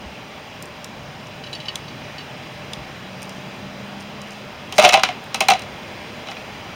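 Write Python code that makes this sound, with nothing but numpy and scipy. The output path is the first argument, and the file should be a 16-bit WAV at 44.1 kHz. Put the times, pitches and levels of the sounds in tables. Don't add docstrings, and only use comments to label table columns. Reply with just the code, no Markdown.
import sys
import numpy as np
from scipy import signal
from scipy.fft import rfft, irfft
from scipy.io import wavfile
from scipy.ndimage import uniform_filter1d

SR = 44100
rng = np.random.default_rng(int(sys.argv[2]) if len(sys.argv) > 2 else 0)


def materialize(psi):
    bounded = np.clip(np.atleast_2d(psi).T, -1, 1)
    quanta = np.round(bounded * 32767).astype(np.int16)
    wavfile.write(sys.argv[1], SR, quanta)


N = 297675
TIME_S = np.arange(N) / SR
EVENT_N = 8192
EVENT_S = np.arange(EVENT_N) / SR

# t/s, crack/dB, thump/dB, treble/dB
TUB_BLOWS = [(4.7231, -23.5, -38, -4), (4.7802, -9, -3, -11), (4.7852, -9.5, -4, -7),
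             (4.7951, -8, -16, -13), (4.8155, -13.5, -17, -25), (4.8232, -13.5, -8, -13),
             (4.8322, -15, -6, -11), (4.8392, -10.5, -13, -19), (4.8472, -2.5, -4, -24),
             (4.8542, -9, -3.5, -11), (4.8712, -23, -7.5, -20), (4.8792, -23, -14, 2),
             (4.889, -10.5, -14, -10), (4.892, -11.5, -22, -18), (4.923, -14, -18, -15),
             (4.9312, -10, -6, -14), (4.9381, -4.5, -9, -13), (4.9422, -11.5, -7, -35),
             (4.9712, -16.5, -6, -32), (4.9942, -22, -29, -22), (5.033, -5.5, -17, -18),
             (5.0869, -21, -20.5, -23), (5.3431, -15.5, -23.5, -1), (5.4047, -11, -12, -1),
             (5.4096, -15, -17, -16), (5.4838, -7, -7.5, -8), (5.5002, -11.5, -20.5, -7),
             (5.505, -11.5, -13, -18), (5.5162, -14, -11, -17), (5.5342, -18.5, -17, -25),
             (5.5922, -31.5, -36, 0), (5.6192, -31.5, -30, -5), (6.2702, -32, -29, -35),
             (6.2842, -27.5, -27, -42), (6.3138, -28.5, -33, -32), (6.3665, -33, -50, -47)]
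# f/pitch, level/dB, t60/s
BASE_MODES = [(0.281, -24, 0.13), (.48, -20.5, 0.058), (.73, -20, 0.045), (0.841, -6.5, 0.089),
              (1.003, 1, 0.084), (1.06, -16, .07), (1.35, -14.5, 0.092), (1.65, -22, 0.17)]
# f/Hz, level/dB, t60/s
WALL_MODES = [(2090, 1, 0.078), (2152, 4, 0.094), (2310, -10, 0.093), (2410, 6, 0.061), (2520, -13, 0.16),
              (2614, 10.5, 0.089), (2920, 1, 0.17), (3050, -5, 0.14), (3097, 3, 0.099), (3490, -8, 0.094),
              (3952, 9, 0.07), (4430, -5, .08), (4500, -5, 0.099), (5600, -33, 0.061)]
# f/Hz, level/dB
CRACK_SPECTRUM = [(80, -36), (200, -15.5), (500, -2), (950, 3.5), (1400, 1.5), (1780, -6), (2050, 1),
                  (2600, 4.5), (3200, 0), (4000, 3), (5000, -6), (5700, -2.5), (7500, -12), (8900, -10.5),
                  (10500, -25), (15500, -25.5)]
# f/Hz, t60/s
SHIVER_DECAY = [(300, 0.15), (2500, 0.34), (6000, 0.2), (14000, 0.24)]
# t/s, level/dB, treble/dB
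HAND_TICKS = [(0.624, -18.5, 12), (.655, -26, 1), (0.8433, -16, 2), (1.269, -31, -24), (1.755, -7, 0),
              (2.7327, -10, -8), (3.219, -25, -6), (3.228, -20, 6), (3.2927, -24.5, -1), (4.0048, -34, -5),
              (4.2159, -24.5, -9), (4.3061, -27, -26), (5.239, -33, 20)]
# f/Hz, level/dB
TICK_SPECTRUM = [(3000, 9), (4000, 5), (5300, 0), (7200, -2), (9200, -1.5), (11000, -19), (14000, -10.5),
                 (16000, -29)]
# centre t/s, 1/e half-width/s, level/dB
SEED_RUBS = [(3.32, .17, -57), (4.013, .012, -42), (4.32, 0.098, -54), (4.76, .025, -39.5),
             (6.305, .025, -44)]
# t/s, level/dB, treble/dB
PLATE_CLINKS = [(1.4368, -26, -16), (1.4644, -25.5, -18), (1.529, -22.5, 9), (1.55, -23.5, -2),
                (1.601, -26.5, -3), (1.655, -26.5, -4), (1.683, -17, -15), (1.88, -30, -7),
                (2.181, -25, -4), (2.205, -33, -6)]
# f/Hz, level/dB, t60/s
PLATE_MODES = [(1860, -19, 0.28), (2880, -2, 0.094), (2975, -3, 0.054), (3970, 0.5, 0.08), (4506, 2, 0.062),
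               (5150, -15, 0.069), (5200, -10, 0.062), (6130, -13.5, 0.074), (7100, -19, 0.065),
               (9720, -30, .09)]
# t/s, f/Hz, level/dB
TABLE_BUMPS = [(0.054, 68, -24), (1.08, 145, -29.5), (2.78, 62, -34)]
# f/Hz, level/dB
AIR_SPECTRUM = [(20, -20), (60, -9), (95, -1), (135, -1), (220, 1.5), (300, -4.5), (850, -4.5), (1500, -10),
                (2600, -8), (4800, -16), (7300, -28), (8800, -27), (10500, -42.5), (15500, -32)]
# t/s, level/dB
AIR_ENVELOPE = [(0, -37.0), (1.1, -37), (2.1, -35.5), (3.6, -36), (4.4, -36.5), (6.0, -34.6), (6.75, -35)]
# f/Hz, width/Hz, level/dB
DRONE_BANDS = [(601.5, 36, -49), (777, 21, -54.5)]
# f/Hz, width/Hz
PORT_NOTCHES = [(3680, 134), (4380, 327), (8040, 930), (11720, 520)]


def tub(contacts=3, hop_s=.0155, hop_crack_db=-14.5, hop_thump_db=-12):
    empty_hz, full_hz, half_full_s, fill_s = 723.4, 753, 4.9, 0.061
    out = np.zeros(N)
    median_treble_db = np.median([row[-1] for row in TUB_BLOWS])
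    for s, crack_db, thump_db, treble_db in TUB_BLOWS:
        bright_db = 0.71 * (treble_db - median_treble_db)
        filled = .5 + .5 * np.tanh((s - half_full_s) / fill_s)
        pitch_hz = empty_hz + filled * (full_hz - empty_hz)
        for hop in range(contacts):
            hz = pitch_hz * (1 + .025 * rng.standard_normal())
            blow = landing(crack_db + hop * hop_crack_db, thump_db + hop * hop_thump_db, bright_db, hz)
            add(out, s, blow)
            s += hop_s * (1 + .06 * rng.standard_normal())
    return out


def landing(crack_db, thump_db, bright_db, base_hz):
    crack = snap(CRACK_SPECTRUM, 160, bright_db, chatter_s=0.0049, roughness=1.4, lag_s=.0024)
    detuned = [(hz * (1 + 0.012 * rng.standard_normal()), db, t60) for hz, db, t60 in WALL_MODES]
    wall = ring(detuned, scatter_db=7) * attack(0.0033)
    tail = amp(15) * shiver(bright_db - 8) + amp(-23) * wall + amp(13) * rattle(bright_db - 21)
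    out = amp(crack_db) * (amp(22) * crack + tail)
    base = ring([(ratio * base_hz, db, t60) for ratio, db, t60 in BASE_MODES], scatter_db=4)
    swing_up = 1 - np.exp(-(EVENT_S / 0.0033) ** 2)
    add(out, 0.00198, amp(thump_db + 0.24) * base * swing_up)
    return out


def snap(spectrum, low_cut_hz, treble_db, chatter_s, roughness, lag_s):
    hz = np.fft.rfftfreq(EVENT_N, 1 / SR)
    force = 1 + roughness * rfft(chatter(chatter_s))
    low_cut = 1 / np.sqrt(1 + (low_cut_hz / (hz + 1)) ** 14)
    gain = amp(at_hz(spectrum, hz) + treble_db * shelf(hz)) * low_cut
    delay_s = lag_s * np.sqrt(3000 / (hz + 300))
    phase = -2 * np.pi * np.cumsum(delay_s) * hz[1]
    click = irfft(force * gain * np.exp(1j * phase))
    click *= np.cos(np.pi / 2 * EVENT_S / EVENT_S[-1])
    return click / np.linalg.norm(click)


def chatter(length_s):
    force = rng.choice([-1., 1.], EVENT_N) * np.exp(-(EVENT_S / length_s) ** 2)
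    return force / np.linalg.norm(force)


def shiver(treble_db):
    hz, t, noise = signal.stft(rng.standard_normal(EVENT_N), SR, nperseg=128)
    colour_db = at_hz(CRACK_SPECTRUM, hz) + treble_db * shelf(hz)
    decay_db = 60 * t / at_hz(SHIVER_DECAY, hz)[:, None]
    tail = signal.istft(noise * amp(colour_db[:, None] - decay_db), SR, nperseg=128)[1][:EVENT_N]
    tail *= attack(0.00064)
    return tail / np.linalg.norm(tail)


def rattle(treble_db, spread_s=.018, count=4):
    out = np.zeros(EVENT_N)
    for late, weak in rng.random((count, 2)):
        rebound = snap(CRACK_SPECTRUM, 450, treble_db, chatter_s=0.0008, roughness=1.1, lag_s=.0026)
        add(out, 0.001657 + late * spread_s, amp(-9 * late - 8.3 * weak) * rebound)
    return out


def hand_ticks(firm_db=-18.5, db_per_octave=6):
    out = np.zeros(N)
    for s, db, treble_db in HAND_TICKS:
        low_cut_hz = np.clip(5400 / 2 ** ((db - firm_db) / db_per_octave), 2780, 5400)
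        tick = snap(TICK_SPECTRUM, low_cut_hz, treble_db, chatter_s=0.0026, roughness=2.7, lag_s=0.0019)
        scatter = rng.standard_normal(EVENT_N) * amp(-39 - 60 * EVENT_S / 0.14)
        add(out, s, amp(db + 9) * (tick + signal.fftconvolve(tick, scatter)[:EVENT_N]))
    return out


def plate(skid_s=.0062):
    out = np.zeros(N)
    for s, db, treble_db in PLATE_CLINKS:
        modes = [(hz, mode_db + treble_db * shelf(hz), t60) for hz, mode_db, t60 in PLATE_MODES]
        china = ring(modes, scatter_db=2.5)
        knock = china * attack(0.00083)
        skid = signal.fftconvolve(chatter(skid_s), china)[:EVENT_N]
        scrape = snap(TICK_SPECTRUM, 2800, treble_db - 17, chatter_s=2 * skid_s, roughness=4, lag_s=.003)
        add(out, s, amp(db) * (amp(-7) * knock + amp(-11) * skid + amp(13) * scrape))
    return out


def rubbing(slips_per_s=500):
    slips = (rng.random(N) < slips_per_s / SR) * rng.standard_normal(N)
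    slips *= amp(3.4 * np.minimum(rng.exponential(1, N), 3))
    grain = snap(TICK_SPECTRUM, 4600, -6, chatter_s=0.00033, roughness=0.16, lag_s=.002)
    swells = sum(amp(db) * np.exp(-((TIME_S - s) / half_s) ** 2) for s, half_s, db in SEED_RUBS)
    return unit_rms(signal.oaconvolve(slips, grain)[:N]) * swells


def table_thuds(t60_s=.17):
    out = np.zeros(N)
    for s, hz, db in TABLE_BUMPS:
        add(out, s, ring([(hz, db, t60_s)], scatter_db=2) * attack(0.0095))
    return out


def outdoors():
    hz, _, noise = signal.stft(rng.standard_normal(N), SR, nperseg=2048)
    patches = uniform_filter1d(rng.standard_normal(noise.shape), size=16, axis=0)
    patches_db = 0.95 * unit_rms(uniform_filter1d(patches, size=6, axis=1))
    gain = amp(at_hz(AIR_SPECTRUM, hz)[:, None] + patches_db)
    wash = unit_rms(signal.istft(noise * gain, SR, nperseg=2048)[1][:N])
    wash *= amp(np.interp(TIME_S, *np.transpose(AIR_ENVELOPE)))
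    return wash + sum(amp(db) * noise_band(f, width_hz) for f, width_hz, db in DRONE_BANDS)


def traffic():
    return passing(nearest_s=2.43, half_s=1.93, peak_db=-45) * noise_band(hz=134.7, width_hz=31)


def motor(nearest_s=3.72, nearest_hz=196.2, rise_hz_per_s=14.2):
    hz = nearest_hz + rise_hz_per_s * (TIME_S - nearest_s)
    hz *= 1 + 0.0029 * noise_band(0, width_hz=4.8)
    tone = unit_rms(np.sin(2 * np.pi * np.cumsum(hz) / SR))
    flutter = amp(noise_band(0, width_hz=29))
    return passing(nearest_s, half_s=.8, peak_db=-41) * flutter * tone


def passing(nearest_s, half_s, peak_db):
    return amp(peak_db) / (1 + ((TIME_S - nearest_s) / half_s) ** 2)


def noise_band(hz, width_hz):
    pole = np.exp(-np.pi * width_hz / SR)
    noise = rng.standard_normal(N) + 1j * rng.standard_normal(N)
    drift = signal.lfilter([1], np.poly([pole, pole]), noise)
    return unit_rms((drift * np.exp(2j * np.pi * hz * TIME_S)).real)


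def ring(modes, scatter_db):
    return sum(amp(db + scatter_db * rng.standard_normal() - 60 * EVENT_S / t60)
               * np.sin(2 * np.pi * hz * EVENT_S) for hz, db, t60 in modes)


def attack(rise_s):
    return 1 - np.exp(-EVENT_S / rise_s)


def shelf(hz):
    return 1 / (1 + (7000 / (hz + 1)) ** 4)


def at_hz(points, hz):
    f, value = np.transpose(points)
    return np.interp(np.log(hz + 1), np.log(f + 1), value)


def amp(db):
    return 10 ** (np.asarray(db) / 20)


def unit_rms(x):
    return x / np.sqrt(np.mean(x ** 2) + 1e-20)


def add(mix, s, sound):
    part = mix[round(s * SR):][:len(sound)]
    part += sound[:len(part)]


def scene():
    seeds = tub() + hand_ticks() + rubbing() + plate()
    return (seeds + table_thuds() + outdoors() + traffic() + motor())[None]


def record(dry):
    for hz, width_hz in PORT_NOTCHES:
        dry = signal.lfilter(*signal.iirnotch(hz, hz / width_hz, SR), dry)
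    clipped = np.clip(dry, -1, 1)
    low_pass = signal.firwin(401, cutoff=15900, window=("kaiser", 8), fs=SR)
    return signal.oaconvolve(clipped, low_pass[None], "same")


dry = scene()
out = record(dry)
materialize(out)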